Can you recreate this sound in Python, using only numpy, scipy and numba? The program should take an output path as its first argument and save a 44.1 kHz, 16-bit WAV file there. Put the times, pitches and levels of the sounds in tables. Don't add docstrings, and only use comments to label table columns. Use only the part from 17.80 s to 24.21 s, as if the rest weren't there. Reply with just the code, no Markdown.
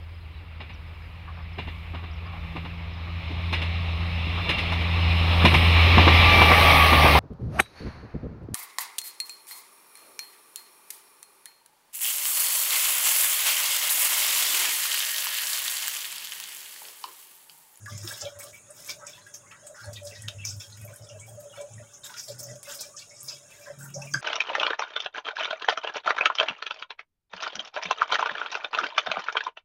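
import sys
import numpy as np
from scipy import signal
from scipy.fft import rfft, irfft, next_fast_len
from scipy.io import wavfile
from scipy.ndimage import uniform_filter1d
from numba import njit

SR = 44100
rng = np.random.default_rng(int(sys.argv[2]) if len(sys.argv) > 2 else 0)


def pcm_store(signal):
    levels = np.round(np.clip(np.atleast_2d(signal), -1, 1) * 32767)
    wavfile.write(sys.argv[1], SR, levels.astype(np.int16).T)


N = 282681
TIME = np.arange(N) / SR

# (time [s], length [s], relative sputter level [dB], relative wet crackle level [dB])
TURNS = [(.08, 0.19, -51, -40.5), (.265, 0.17, -47, -43), (.39, 0.11, -44, -48), (.6, .06, -49, -56),
         (.72, 0.052, -49.5, -81), (.96, 0.14, -50.5, -45), (1.08, 0.014, -30.5, -30.5),
         (1.26, 0.025, -40.5, -37.5), (1.325, 0.029, -48, -80), (1.95, 0.091, -54, -45.5),
         (2.14, 0.038, -43.5, -64), (2.24, 0.17, -63, -44), (2.645, 0.045, -41.5, -25.5),
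         (2.793, 0.025, -39.5, -36.5), (2.89, 0.13, -54, -52), (3.07, 0.11, -57.5, -59),
         (3.22, 0.011, -70, -42.5), (3.73, 0.077, -44, -56), (4.23, 0.16, -53, -45),
         (4.36, 0.16, -53.5, -39), (4.58, 0.13, -64, -42), (4.835, 0.035, -38.5, -44),
         (4.88, 0.047, -43, -35), (4.95, 0.11, -45, -42), (5.165, 0.059, -47.5, -41),
         (5.29, 0.23, -59, -44), (5.475, 0.04, -42, -39.5), (5.69, 0.033, -49.5, -63),
         (5.81, 0.094, -57, -47), (6.08, 0.028, -51, -65), (6.19, 0.05, -56, -42)]


def undb(db):
    return 10 ** (np.asarray(db) / 20)


def unit(x):
    return x / np.std(x)


def add(out, s, x):
    i = max(int(s * SR), 0)
    out[i:i + len(x)] += x[:max(len(out) - i, 0)]


def peak(x, db):
    loudest_power = uniform_filter1d(x * x, size=88).max()
    return x * undb(db) / np.sqrt(loudest_power)


def fade(t, t60):
    return np.exp(-np.log(1000) * t / max(t60, 1e-4))


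def colour(x, points):
    hz, db = np.transpose(points)
    n = next_fast_len(len(x))
    f = np.fft.rfftfreq(n, 1 / SR) + 1
    gain = undb(np.interp(np.log(f), np.log(hz), db))
    return irfft(rfft(x, n) * gain, n)[:len(x)]


def band(x, hz, width_hz):
    q = hz / min(abs(width_hz), SR / 4)
    return signal.lfilter(*signal.iirpeak(min(hz, SR / 3), q, fs=SR), x)


@njit
def moving_band(x, hz, damping):
    y, b, low = np.empty(len(x)), 0., 0.
    for i in range(len(x)):
        g = np.tan(np.pi * hz[i] / SR)
        y[i] = (b + g * (x[i] - low)) / (1 + g * (g + damping))
        b, low = 2 * y[i] - b, low + 2 * g * y[i]
    return y


def ring(x, modes):
    return sum(undb(db) * band(x, hz, width) for hz, width, db in modes)


def walk(rate):
    knots = rng.standard_normal(int(N / SR * rate) + 2)
    return unit(np.interp(TIME * rate, np.arange(len(knots)), knots))


def tone(hz, waver, rate):
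    pitch = hz * (1 + waver * walk(rate))
    return unit(np.sin(2 * np.pi * np.cumsum(pitch) / SR))


def clicks(rate, spread_db):
    size = undb(spread_db * np.minimum(rng.exponential(size=N), 4))
    happens = rng.random(N) < rate / SR
    return happens * size * np.sign(rng.standard_normal(N))


def bubble(hz, t60, glide, swell):
    t = np.arange(int(SR * abs(t60)) + 64) / SR
    pitch = hz * (1 + glide * (t / t[-1] - 1 / 4))
    opening = (1 - np.exp(-t / (swell * t[-1]))) ** 2
    return np.sin(2 * np.pi * np.cumsum(pitch) / SR) * fade(t, t60) * opening


def froth(count, low_hz, high_hz, cycles, spread_db):
    out = np.zeros(N)
    for when, pitch, size, damping in rng.random((count, 4)):
        hz = low_hz * (high_hz / low_hz) ** pitch
        gain = undb(-spread_db * np.log(max(size, .05)))
        t60 = cycles * (.5 + damping) / hz
        add(out, when * N / SR, gain * bubble(hz, t60, glide=0.076, swell=0.032))
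    return unit(out)


def spits(count, low_hz, high_hz, t60, spread_db):
    out, t = np.zeros(N), np.arange(SR // 25) / SR
    for when, pitch, size, length in rng.random((count, 4)):
        hz = low_hz * (high_hz / low_hz) ** pitch
        gain = undb(-spread_db * np.log(max(size, .08)))
        puff = rng.standard_normal(len(t)) * fade(t, t60 * (.5 + length))
        puff = band(band(puff, hz, hz / 12), hz, hz / 12)
        add(out, when * N / SR, gain * puff)
    return unit(out)


def strokes(rows, attack_s, release_s, rest_db, wander_db, lumps_db, axis=2):
    gain = np.zeros(N)
    for row, rise_s in zip(rows, np.broadcast_to(attack_s, len(rows))):
        s, length_s, db = row[0], row[1], row[axis]
        t = np.arange(int(SR * (abs(length_s) + abs(release_s)))) / SR
        rise = np.clip(t / rise_s, 0, 1)
        add(gain, s, undb(db) * rise * fade(np.maximum(t - length_s, 0), release_s))
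    lumps = undb(lumps_db * np.clip(walk(45), -1.5, 1.5))
    light_stirring = undb(rest_db + wander_db * np.tanh(walk(8.7)))
    return np.hypot(gain * lumps, light_stirring)


def stroke_pitch(rows, octaves_per_s):
    times, pitches = [], []
    for s, length_s, _, hz in rows:
        times += [s, s + length_s]
        pitches += [hz * 2 ** (side * octaves_per_s * length_s / 2) for side in (-1, 1)]
    return np.interp(TIME, np.maximum.accumulate(times), pitches)


def in_pan(x, early_db=1, late_db=-4, early_t60=0.11, late_t60=0.16):
    # (frequency [Hz], width [Hz], nominal level [dB])
    pan_modes = [(1400, 180, -16), (1620, 170, -2), (1970, 71, -2.5), (2296, 28, 0.5), (2637, 49, 2),
                 (3324, 116, -0.5), (3335, 46, -40), (3765, 28, 5), (4930, 85, 2), (5360, 205, 3),
                 (6490, 175, -3), (7000, 40, -11)]
    t = np.arange(SR // 3) / SR
    echo = np.zeros(len(t))
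    for db, t60 in (early_db, early_t60), (late_db, late_t60):
        tail = rng.standard_normal(len(t)) * fade(t, t60) * (t > .001)
        echo += undb(db) * tail / np.linalg.norm(tail)
    echo[0] = 1
    shifts = rng.standard_normal((len(pan_modes), 2))
    spot = [(hz * (1 + .015 * shift), width, db + 2 * gain)
            for (hz, width, db), (shift, gain) in zip(pan_modes, shifts)]
    return signal.fftconvolve(x + ring(x, spot), echo / np.linalg.norm(echo))[:len(x)]


def around_pan(x, early_db, late_db, count=3):
    shares = np.array([walk(14) for _ in range(count)])
    shares /= np.linalg.norm(shares, axis=0)
    return sum(in_pan(x * share, early_db, late_db) for share in shares)


def spatula():
    # (time [s], length [s], relative level [dB], judder pitch [Hz])
    rubs = [(0.0, 0.068, -45.5, 103.7), (.1, 0.062, -37.5, 106.2), (.2, 0.065, -39, 104.8),
            (.32, 0.013, -48, 107), (.42, 0.033, -44, 101), (.55, 0.027, -50, 99.2),
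            (.66, 0.12, -60, 102.4), (2.0, 0.079, -51, 110), (2.06, 0.035, -42, 103.6),
            (2.115, 0.063, -47, 108), (2.17, 0.18, -51.5, 101.1), (2.37, 0.036, -44, 102.4),
            (2.42, 0.067, -38.5, 103.8), (2.54, 0.17, -42.5, 101.3), (2.72, 0.06, -40, 101.2),
            (2.87, 0.19, -49.5, 104.6), (2.97, 0.15, -47, 105.4), (3.2, 0.026, -41.5, 106.2),
            (3.3, 0.31, -48.5, 109.5), (3.69, 0.11, -58.5, 111), (3.89, .14, -46, 110.7),
            (4.485, 0.23, -48, 122.5), (4.7, 0.059, -48, 127.3), (5.42, 0.13, -58, 135.4),
            (5.9, 0.093, -54, 140), (5.97, 0.21, -46.5, 139), (6.165, .17, -44, 137.3),
            (6.34, 0.02, -33, 132)]
    # (time [s], length [s], relative level [dB])
    drags = [(.08, 0.15, -55.5), (.29, 0.038, -47), (.41, 0.076, -40), (.55, 0.072, -51.5),
             (.64, 0.05, -47), (.88, 0.028, -50.5), (.97, 0.022, -55), (1.07, 0.25, -56),
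             (1.82, 0.11, -51.5), (2.05, 0.076, -46.5), (2.21, .14, -47.5), (2.48, 0.093, -53),
             (3.04, 0.094, -47.5), (3.19, 0.18, -50.5), (3.46, 0.26, -52.5), (3.765, 0.075, -41.5),
             (3.86, 0.049, -59), (3.985, 0.034, -49), (4.475, 0.031, -43.5), (4.59, 0.146, -46),
             (4.86, 0.24, -52.5), (5.26, 0.077, -56.5), (5.47, 0.068, -53), (5.6, .06, -60),
             (5.79, 0.099, -56), (5.87, 0.044, -44), (6.145, 0.039, -40), (6.22, 0.044, -44.5),
             (6.34, 0.03, -49.5)]
    # (frequency [Hz], width [Hz], relative level [dB])
    hollow_modes = [(579, 16, 7.5), (590, 18, -14), (657, 48, -4.5)]
    # (frequency [Hz], relative level [dB])
    drag_colour = [(100, 10), (250, -2), (450, 18), (750, 19), (1200, -9), (2500, -70)]
    hollow_hz = 580
    stove_hz, stove_db, stove_db_per_hz = 174.8, 8, 0.67

    pitch = stroke_pitch(rubs, octaves_per_s=0.12)
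    slips = tone(pitch, waver=.035, rate=70) * undb(1.2 * walk(45))
    rough = moving_band(rng.standard_normal(N), 1.05 * pitch, 0.7)
    slips += undb(-8) * unit(moving_band(rough, 1.05 * pitch, 0.7))
    thump = moving_band(rng.standard_normal(N), 1.9 * pitch, 0.39)
    slips += undb(-22.5) * unit(moving_band(thump, 1.9 * pitch, 0.39))
    stove_share = undb(stove_db - stove_db_per_hz * np.abs(stove_hz - pitch))
    stove = tone(stove_hz, waver=0.0289, rate=55) * stove_share
    pressure = strokes(rubs, attack_s=.025, release_s=.14, rest_db=-76, wander_db=4, lumps_db=1.3)
    judder = unit(slips + stove) * pressure

    grit = clicks(rate=2800, spread_db=2.0)
    gritty_hollow = unit(band(ring(grit, hollow_modes), 619, 140))
    hollow_note = tone(hollow_hz, waver=.035, rate=70) * undb(2.5 * walk(35))
    hollow = unit(gritty_hollow + hollow_note)
    hollow += undb(-10.5) * unit(colour(grit, drag_colour))
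    gurgle = froth(count=380, low_hz=400, high_hz=850, cycles=35, spread_db=1.8)
    dragging = strokes(drags, attack_s=0.014, release_s=0.15, rest_db=-65.0, wander_db=3.5, lumps_db=0.5)
    return judder + (undb(-2.0) * hollow + undb(-15.5) * gurgle) * dragging


def squelch():
    # (time [s], length [s], relative level [dB], pitch of the gap [Hz])
    partings = [(.06, 0.049, -49, 1530), (.22, 0.16, -49, 1520), (.37, 0.26, -55, 1220),
                (.58, 0.04, -57, 2100), (1.07, 0.024, -43, 1670), (1.19, 0.067, -45, 1270),
                (1.36, 0.021, -57, 1530), (1.63, 0.038, -55, 1160), (1.7, 0.049, -49, 1910),
                (1.94, 0.038, -42, 1270), (1.985, 0.11, -47.5, 1570), (2.33, 0.31, -61, 1730),
                (3.08, .08, -59, 1664), (3.72, 0.069, -51, 1430), (4.23, 0.17, -52, 1490),
                (4.49, 0.25, -58, 1454), (4.865, 0.065, -40, 1380), (5.0, 0.044, -52, 1360),
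                (5.47, 0.062, -50.5, 1338), (5.85, 0.045, -42, 1800), (6.01, 0.06, -52, 1440),
                (6.16, 0.084, -47.5, 920)]
    wet = unit(clicks(rate=900, spread_db=3.5))
    gap_hz = stroke_pitch(partings, octaves_per_s=1.1) * undb(.5 * walk(30))
    gap = unit(moving_band(wet, gap_hz, 0.14))
    gap = unit(colour(gap, [(400, -16), (800, -11.0), (1200, 10.5), (2000, 9.0), (4000, -17), (10000, -18)]))
    pockets = froth(count=1000, low_hz=821, high_hz=2100, cycles=75, spread_db=2.4)
    parting = strokes(partings, attack_s=0.0086, release_s=0.029, rest_db=-71.5, wander_db=11.5, lumps_db=1.5)
    wet_gap = undb(-10.5) * gap + undb(-11.5) * pockets
    return around_pan(wet_gap * parting, early_db=3.5, late_db=-2.5)


def scraping(catches_per_s=100):
    # (time [s], length [s], level [dB])
    scrapes = [(.09, 0.18, -57), (.25, 0.16, -45), (.39, 0.066, -51), (.6, 0.11, -54.5), (.72, 0.058, -78),
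               (.96, 0.13, -58), (1.07, 0.076, -51), (1.27, 0.13, -58.5), (1.95, 0.07, -58),
               (2.15, 0.02, -51), (2.24, 0.22, -61.5), (2.79, 0.13, -60), (3.74, 0.094, -75),
               (4.235, 0.034, -47), (4.29, 0.12, -52), (4.875, 0.069, -45), (4.98, 0.082, -56),
               (5.48, 0.096, -60), (5.68, 0.21, -62.5), (6.2, 0.053, -66)]
    t = np.arange(SR // 20) / SR
    catches = np.abs(clicks(rate=catches_per_s, spread_db=0.5))
    slips = signal.fftconvolve(catches, fade(t, 0.033))[:N]
    grit = clicks(rate=4000, spread_db=1.5) * (.5 + slips)
    rasp = colour(around_pan(grit, early_db=-1.5, late_db=-8.5),
                  [(500, -7), (1000, -21.0), (1600, 4.0), (2300, -12.5), (3400, 4),
                   (4500, 2.0), (6000, 2.0), (9000, -0.5), (16000, -9)])
    contact = strokes(scrapes, attack_s=0.028, release_s=0.051, rest_db=-75.5, wander_db=2.5, lumps_db=1.0)
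    return unit(rasp) * contact


def frying():
    # (time [s], length [s], relative level [dB], rise [s])
    sizzles = [(0.08, 0.013, -49.5, 0.0042), (0.165, 0.05, -58, .006), (0.21, 0.072, -39.5, 0.057),
               (0.273, 0.12, -49.5, 0.017), (0.588, 0.029, -42, 0.0048), (0.704, 0.042, -51, 0.032),
               (0.905, 0.21, -46, 0.14), (1.268, 0.043, -55, 0.0044), (1.955, 0.079, -62, 0.022),
               (2.13, 0.012, -64, .004), (2.238, 0.028, -48.5, 0.013), (2.647, 0.029, -40.5, 0.0056),
               (2.751, 0.094, -51.5, 0.017), (2.965, 0.22, -59, 0.017), (3.459, 0.045, -51.5, 0.013),
               (3.597, 0.0096, -53, 0.0062), (4.247, 0.046, -53.5, .014), (4.37, 0.12, -48.5, .006),
               (4.583, 0.025, -42, .01), (4.837, 0.12, -43, 0.062), (5.003, 0.014, -39, 0.0053),
               (5.43, 0.027, -43.5, 0.006), (5.714, 0.097, -52, 0.084), (5.985, 0.083, -48, .006),
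               (6.246, 0.067, -54.5, 0.012)]
    # (frequency [Hz], relative level [dB])
    sputter_colour = [(1400, 6), (2200, -42), (3200, 5), (4000, 1), (4800, -47), (6500, -0.5)]
    crackle_colour = [(2500, -32), (4000, -14), (5200, 11), (6800, 4), (8500, -45), (11000, -23),
                      (16000, -52)]
    sizzle_colour = [(1000, -1.5), (2500, -21), (5000, -2), (8000, 8), (11000, 0.5), (16000, 6)]

    coarse = unit(clicks(rate=550, spread_db=3.8))
    sharp = unit(clicks(rate=650, spread_db=4.8))
    spitting = spits(count=800, low_hz=4600, high_hz=8000, t60=.03, spread_db=3.4)
    spray = spits(count=600, low_hz=7000, high_hz=14500, t60=.014, spread_db=4.6)
    sputter = undb(-3) * unit(colour(coarse, sputter_colour))
    sputter += froth(count=1300, low_hz=2224, high_hz=4400, cycles=90, spread_db=2.2)
    crackle = undb(-1.5) * unit(colour(coarse, crackle_colour)) + undb(-1.0) * spitting
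    sputter *= strokes(TURNS, attack_s=0.016, release_s=0.19, rest_db=-63.0, wander_db=5.5, lumps_db=0.0)
    crackle *= strokes(TURNS, attack_s=0.0027, release_s=0.17, rest_db=-63.5, wander_db=5.0, lumps_db=0.5,
                       axis=3)

    spurts = undb(4 * np.tanh(walk(140)))
    sizzle = around_pan(sharp + .5 * spray, early_db=3.0, late_db=-3)
    sizzle = unit(colour(sizzle, sizzle_colour) * spurts)
    rises_s = [rise_s for *_, rise_s in sizzles]
    sizzle *= strokes(sizzles, attack_s=rises_s, release_s=0.23, rest_db=-72.5, wander_db=3, lumps_db=0.0)
    turned = around_pan(undb(-14.0) * (sputter + crackle), early_db=4.5, late_db=-8.5)
    return turned + undb(-1.0) * sizzle


def pops():
    # (time [s], relative peak level [dB], centre [Hz], relative width [Hz],
    # relative spatter time [s], relative spray level [dB])
    bursts = [(0.0588, -36, 1700, 500, 0.01, -18), (0.1777, -31, 6900, 2200, 0.013, -11),
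              (.238, -35, 6600, 2000, .012, -14), (0.285, -38, 9000, 6000, .004, -7),
              (.336, -36.5, 3970, 1500, 0.015, -17), (0.411, -24.5, 6060, 2210, 0.02, -28),
              (0.448, -31, 3360, 895, 0.022, -33), (0.589, -34.5, 9200, 6050, 0.008, -1),
              (.61, -39, 8500, 6000, .005, -2), (.6104, -42, 2270, 900, 0.012, -19),
              (0.64, -33, 8660, 4000, .007, -13), (.672, -46.5, 3530, 2000, .008, -12),
              (0.905, -36, 8900, 2260, 0.014, -39), (1.062, -33.5, 8200, 3000, .008, -16),
              (1.087, -37, 4730, 3000, 0.018, -28), (1.102, -24.5, 4070, 3000, 0.0072, -28),
              (1.268, -26.5, 7180, 2600, 0.0072, -29), (1.27, -47, 2400, 1400, .02, -25),
              (1.465, -48, 2920, 2500, 0.025, 2), (1.5388, -30.5, 6280, 2100, 0.031, -10.5),
              (1.712, -41.5, 2420, 1180, 0.029, -23), (1.867, -35, 7700, 2190, 0.023, -12.5),
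              (2.044, -41, 9400, 3000, 0.0044, -15), (2.058, -36, 8700, 3000, 0.0051, -15),
              (2.131, -35, 5900, 3760, 0.02, -1), (2.157, -34, 3880, 1190, 0.03, -35),
              (2.233, -39, 8600, 4000, 0.005, -20), (2.249, -37.5, 8050, 4000, 0.021, -31),
              (2.268, -33.5, 5800, 3450, 0.03, -26), (2.35, -41, 4760, 1996, 0.025, -30),
              (2.4211, -30, 8600, 3040, 0.0095, -30), (2.48, -30, 3180, 1200, 0.013, -40),
              (2.6517, -17.5, 6130, 1630, 0.0083, -16.5), (2.672, -32, 5270, 1200, 0.019, -33),
              (2.704, -39, 5605, 1500, .018, -26), (2.799, -33, 5650, 1160, .03, -28),
              (2.922, -39, 4024, 600, 0.017, -29), (2.974, -39, 1980, 2500, 0.0066, -3),
              (3.014, -39.5, 9680, 4000, 0.01, -13), (3.05, -34, 11800, 3530, 0.0066, -26),
              (3.141, -38, 9300, 4020, 0.0044, -16), (3.16, -34.5, 9600, 3220, 0.011, -29),
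              (3.284, -39.5, 6040, 1437, 0.043, -30), (3.395, -37.5, 7660, 2210, 0.041, -22),
              (3.604, -45, 12400, 1504, 0.015, -12), (3.812, -37, 7500, 2950, 0.014, -24),
              (3.936, -36.5, 7400, 1785, 0.011, -30), (4.134, -39.5, 6350, 1200, 0.043, -24),
              (4.174, -41, 6580, 1200, .007, -30), (4.24, -34, 7250, 1300, 0.025, -13),
              (4.255, -37, 12400, 5000, 0.0082, -8), (4.298, -40.5, 3010, 2600, 0.0097, -18),
              (4.341, -33, 3300, 3500, 0.0074, -16), (4.366, -37.5, 2100, 1600, .014, -20),
              (4.378, -31, 5500, 1810, 0.034, -16), (4.396, -26.5, 6000, 2500, 0.012, -22),
              (4.478, -34, 4750, 2210, 0.047, -10), (4.589, -33.5, 6600, 2860, 0.034, -43),
              (4.629, -32, 6270, 1595, 0.025, -23), (4.668, -36, 8000, 2490, .007, -15),
              (4.71, -39, 6060, 1300, 0.016, -17), (4.756, -38.5, 6580, 2000, .012, -13),
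              (4.83, -31.5, 8250, 3960, 0.011, -1), (4.872, -40, 1700, 1200, 0.0068, -20),
              (4.896, -35.5, 3270, 980, 0.022, -23), (4.9144, -31, 5500, 4000, .006, 3),
              (4.949, -36, 9000, 5000, 0.005, -6), (4.975, -35, 9500, 5000, 0.0045, -8),
              (4.934, -40, 3200, 907, 0.012, -28), (4.988, -32.5, 4500, 1000, 0.05, -37),
              (5.009, -28, 6650, 3820, 0.028, -22), (5.164, -32, 6400, 1580, 0.038, -43),
              (5.189, -36, 4460, 980, 0.033, -18), (5.405, -33.5, 7760, 2190, 0.017, -27),
              (5.4313, -30, 10780, 5030, 0.0046, -16), (5.483, -25, 5180, 1700, 0.027, -29),
              (6.139, -28.5, 6040, 1280, 0.039, -29), (6.218, -35, 5750, 800, 0.015, -19),
              (6.309, -39, 6000, 1308, 0.055, -21)]
    out, t = np.zeros(N), np.arange(SR // 3) / SR
    for s, db, hz, width_hz, spatter_s, spray_db in bursts:
        spatter = rng.standard_normal(len(t)) * np.sqrt(rng.exponential(size=len(t)))
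        burst = spatter * fade(t, 3 * spatter_s)
        burst *= 1 - np.exp(-t / max(.08 * spatter_s, .0001))
        burst[0] = min(.06 / max(spatter_s, .001), 9)
        crater = burst
        for _ in range(4):
            crater = band(crater, hz, 1.9 * width_hz)
        spray = band(band(burst, 7300, 14000), 7300, 14000) + undb(-5.0) * band(burst, 1600, 2800)
        pop = in_pan(crater + undb(spray_db) * spray, early_db=-4, late_db=-8)
        add(out, s, peak(pop, db - 6))
    return out


def small_bubbles(count, db, low_hz, high_hz):
    return [(when * N / SR, db - 6 * size, low_hz * (high_hz / low_hz) ** pitch, .07)
            for when, size, pitch in rng.random((count, 3))]


def bubbles(follow_s=0.03, follow_db=-12, count=3):
    # (time [s], relative peak level [dB], pitch [Hz], t60 [s])
    blips = [(0.059, -41, 1700, 0.081), (0.076, -41, 1193, 0.1), (.095, -50.5, 3540, 0.067),
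             (.12, -49.5, 2155, 0.079), (0.309, -36.5, 1650, 0.027), (.415, -47, 813, 0.12),
             (0.462, -44, 3200, 0.068), (.497, -53, 1424, 0.13), (.6, -47.5, 2246, 0.098),
             (.635, -50, 1185, 0.1), (.729, -44.5, 2340, 0.14), (.755, -49, 2320, 0.05),
             (.885, -58, 1223, 0.12), (1.216, -48.5, 1330, 0.11), (1.236, -48, 1590, 0.039),
             (1.33, -44, 3530, 0.076), (1.362, -59, 3060, 0.074), (1.378, -51.5, 1880, 0.042),
             (1.372, -52, 1014, 0.1), (1.41, -55.5, 4160, 0.095), (1.463, -44.5, 1650, 0.076),
             (1.631, -55, 1118, 0.14), (1.662, -56.5, 2170, 0.15), (1.708, -49, 2690, 0.055),
             (1.721, -49, 1320, 0.06), (1.978, -44, 1420, 0.19), (2.001, -46.5, 1630, 0.11),
             (2.032, -48.5, 4360, 0.084), (2.04, -48.5, 831, 0.047), (2.31, -46.5, 2730, 0.053),
             (2.318, -56, 2310, .07), (2.382, -56, 2550, 0.1), (2.398, -57, 3140, 0.041),
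             (2.35, -50.5, 3930, 0.106), (2.354, -47, 1920, 0.061), (2.434, -47, 1922, 0.13),
             (2.585, -44, 2710, 0.059), (2.6, -44, 2690, 0.091), (2.636, -39.5, 2353, 0.078),
             (2.797, -45, 3470, .09), (2.803, -56.5, 2304, 0.07), (2.83, -51, 3250, 0.064),
             (3.0, -53.5, 2540, 0.17), (3.02, -60, 1910, 0.098), (3.075, -50, 2340, 0.083),
             (3.083, -55, 1027, 0.075), (3.128, -52.5, 1550, 0.049), (3.406, -53, 2290, 0.092),
             (3.425, -49, 2310, 0.079), (3.479, -53.5, 797, 0.1), (3.478, -58, 3330, 0.11),
             (3.696, -54.5, 3280, 0.088), (3.725, -50, 2890, 0.066), (3.731, -50, 1313, 0.1),
             (3.77, -47.5, 3590, 0.057), (3.799, -52.5, 1008, 0.15), (3.905, -54, 820, 0.074),
             (3.935, -67, 3230, 0.049), (4.234, -43.5, 3780, 0.054), (4.294, -42.5, 1520, 0.028),
             (4.301, -46, 935, 0.055), (4.341, -41, 1410, 0.063), (4.369, -54, 2320, 0.072),
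             (4.685, -49.5, 1957, 0.052), (5.306, -52.5, 2206, 0.12), (5.553, -53, 3370, .07),
             (5.705, -53, 2660, 0.13), (5.735, -54.5, 2120, 0.065), (5.809, -53.5, 2390, 0.14),
             (6.007, -43, 1536, 0.077), (6.054, -43, 1468, 0.07), (6.09, -57, 2895, 0.081),
             (6.219, -39, 2640, 0.032), (6.27, -42.5, 2420, 0.071)]
    out, t = np.zeros(N), np.arange(SR // 4) / SR
    for s, db, hz, t60 in [*blips, *small_bubbles(count=6, db=-46.5, low_hz=1108, high_hz=3410)]:
        flutter = unit(band(band(rng.standard_normal(len(t)), hz, hz / 5), hz, hz / 5))
        blip = undb(-16) * flutter * fade(t, 1.3 * t60)
        add(blip, 0, bubble(hz, t60, glide=rng.uniform(.03, .16), swell=0.035))
        for when, size in rng.random((count, 2)):
            neighbour = bubble(hz * (.82 + .42 * size), t60 / 2, glide=.12, swell=.03)
            add(blip, when * follow_s, undb(follow_db) * neighbour)
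        add(out, s, peak(in_pan(blip, early_db=-2, late_db=-6), db - 1))
    return out


def gulps():
    # (time [s], relative peak level [dB], pitch [Hz], t60 [s], rise [share of the pitch])
    pockets = [(.244, -40, 342, 0.064, .05), (0.456, -33, 573, 0.084, 0.046),
               (.52, -46.5, 572, .077, 0.039), (1.224, -44.5, 573, 0.072, 0.046),
               (1.894, -46.5, 622, 0.13, 0.023), (2.076, -39, 589, 0.076, 0.037),
               (2.243, -43.5, 583, 0.12, 0.068), (3.347, -43, 624, 0.072, .03),
               (3.36, -52.5, 447, 0.053, 0.16), (3.574, -37.5, 591, 0.12, .03),
               (3.652, -39.5, 580, 0.073, 0.032), (3.66, -54.5, 430, .09, .05),
               (3.803, -36.5, 575, 0.1, 0.055), (3.815, -48.5, 435, 0.073, .05),
               (4.501, -34.5, 570, 0.051, 0.056), (4.502, -48.5, 427, 0.09, 0.11),
               (4.755, -42, 586, 0.073, 0.045), (4.877, -41.5, 575, 0.087, 0.046),
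               (5.899, -32.5, 579, 0.065, 0.038), (6.125, -53.5, 367, 0.1, 0.23),
               (6.168, -36, 598, 0.055, 0.047), (6.175, -45.5, 798, 0.13, .16),
               (6.218, -48, 895, 0.075, 0.16)]
    out = np.zeros(N)
    for s, db, hz, t60, glide in pockets:
        start_s = s - .004
        add(out, start_s, peak(bubble(hz, t60, glide, swell=.16), db - 2.5))
    return out


def taps(early_db=-6, late_db=-9):
    # (time [s], peak level [dB], t60 of contact [s])
    contacts = [(0.2759, -29, 0.042), (2.4842, -24, 0.012)]
    # (frequency [Hz], width [Hz], relative level [dB])
    floor_modes = [(1730, 190, -5), (3080, 170, 4.5), (3580, 200, 2.5), (4900, 290, -0.5), (5380, 200, -2)]
    out, t = np.zeros(N), np.arange(SR // 3) / SR
    for s, db, contact_s in contacts:
        contact = rng.standard_normal(len(t)) * fade(t, contact_s)
        contact[0] = 7
        add(out, s, peak(in_pan(ring(contact, floor_modes), early_db, late_db), db))
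    return out


def knocks(contact_s=0.023, bite_s=0.002, land_s=0.004, soft_hz=2400):
    # (time [s], peak level [dB])
    blows = [(6.337, -17.5)]
    # (frequency [Hz], relative level [dB], t60 [s])
    wall_modes = [(1180, -13, 0.23), (1420, -12, 0.083), (1540, 1, 0.051), (1642, -1.5, 0.065),
                  (1665, -13, 0.11), (2720, -27, .15), (3220, -9.5, 0.15), (4740, 2, 0.065),
                  (4980, -6, 0.29), (5240, -9, 0.1), (5780, -11, 0.09), (6290, 5.5, 0.029), (6480, -14, .2),
                  (7780, -7, 0.053), (312, -19, 0.25), (131, -43, .2)]
    out, t = np.zeros(N), np.arange(SR // 3) / SR
    for s, db in blows:
        blow = undb(-2.0) * band(rng.standard_normal(len(t)), 7200, 3700) * fade(t, contact_s)
        chatter = unit(band(band(rng.standard_normal(len(t)), 1430, 710), 1430, 710))
        blow += undb(-9) * chatter * fade(t, .16) * np.clip(t / land_s, 0, 1)
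        for hz, mode_db, t60 in wall_modes:
            damped = fade(t, t60) * (0.2 + fade(t, 0.043))
            mode = undb(mode_db) * np.sin(2 * np.pi * hz * t) * damped
            if hz < soft_hz:
                mode *= np.clip(t / land_s - 1 / 2, 0, 1) * undb(10.5)
            blow += mode
        blow *= np.clip(t / bite_s, 0, 1)
        add(out, s, peak(in_pan(blow, early_db=-21.0, late_db=-6.0), db))
    return out


def seething():
    small = froth(count=600, low_hz=800, high_hz=4800, cycles=160, spread_db=2)
    small = unit(colour(small, [(800, -4.5), (1400, 2.5), (2200, -3.5), (3300, 4), (4800, -2)]))
    stirred = froth(count=650, low_hz=1100, high_hz=4400, cycles=150, spread_db=1.6)
    stirred *= strokes(TURNS, attack_s=0.015, release_s=0.078, rest_db=-83, wander_db=-18, lumps_db=1.5)
    small *= undb(-70.0 + 1.84 * walk(5.2))
    return around_pan(small + undb(-16) * stirred, early_db=-2, late_db=-4)


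def simmer():
    # (frequency [Hz], relative level [dB])
    simmer_colour = [(1000, -40), (2700, -3), (4200, -37), (5500, -7), (6800, 14.5), (8000, 9.5),
                     (10200, 5.5), (11200, -7), (16000, -23)]
    # (frequency [Hz], width [Hz], relative level [dB])
    wall_modes = [(5300, 110, -12), (6640, 250, -1.5)]
    # (time [s], level [dB])
    simmer_level = [(0, -53), (.8, -57), (1.4, -59.5), (1.75, -57.5), (2.1, -56.5), (2.9, -56), (3.3, -60),
                    (3.9, -56), (4.2, -57), (5.1, -54.5), (5.9, -59), (6.4, -55)]
    fine = unit(colour(clicks(rate=5000, spread_db=2.8), simmer_colour))
    fizz = spits(count=1100, low_hz=5200, high_hz=10000, t60=.025, spread_db=2.6)
    hiss = fine + undb(-4) * fizz
    hiss = unit(in_pan(hiss + ring(hiss, wall_modes), early_db=5.5, late_db=-5.0))
    level_db = np.interp(TIME, *np.transpose(simmer_level)) + 1.0 * walk(6.3)
    return hiss * undb(level_db)


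def kitchen():
    # (frequency [Hz], relative level [dB])
    kitchen_colour = [(20, -10), (45, -2), (80, -13.5), (112, 7), (170, 0.5), (260, -7), (450, -5),
                      (580, -12.5), (740, -11), (1400, -7), (2000, -18), (4000, -56), (16000, -41)]
    hum_hz = 100
    air = unit(colour(rng.standard_normal(N), kitchen_colour)) * undb(-63.5 + 1.0 * walk(3.5))
    hum = np.sin(2 * np.pi * hum_hz * TIME) * undb(-70.5 + 2.3 * walk(7.7))
    return air + hum


def scene():
    stirring = spatula() + squelch() + scraping()
    bursting = frying() + pops() + bubbles() + gulps()
    striking = taps() + knocks()
    background = seething() + simmer() + kitchen()
    return (stirring + bursting + striking + background)[None]


def record(dry):
    top_hz = 15750
    thin = signal.sosfilt(signal.butter(2, 50, "highpass", fs=SR, output="sos"), dry)
    return signal.sosfilt(signal.ellip(10, .2, 70, top_hz, fs=SR, output="sos"), thin)


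dry = scene()
out = record(dry)
pcm_store(out)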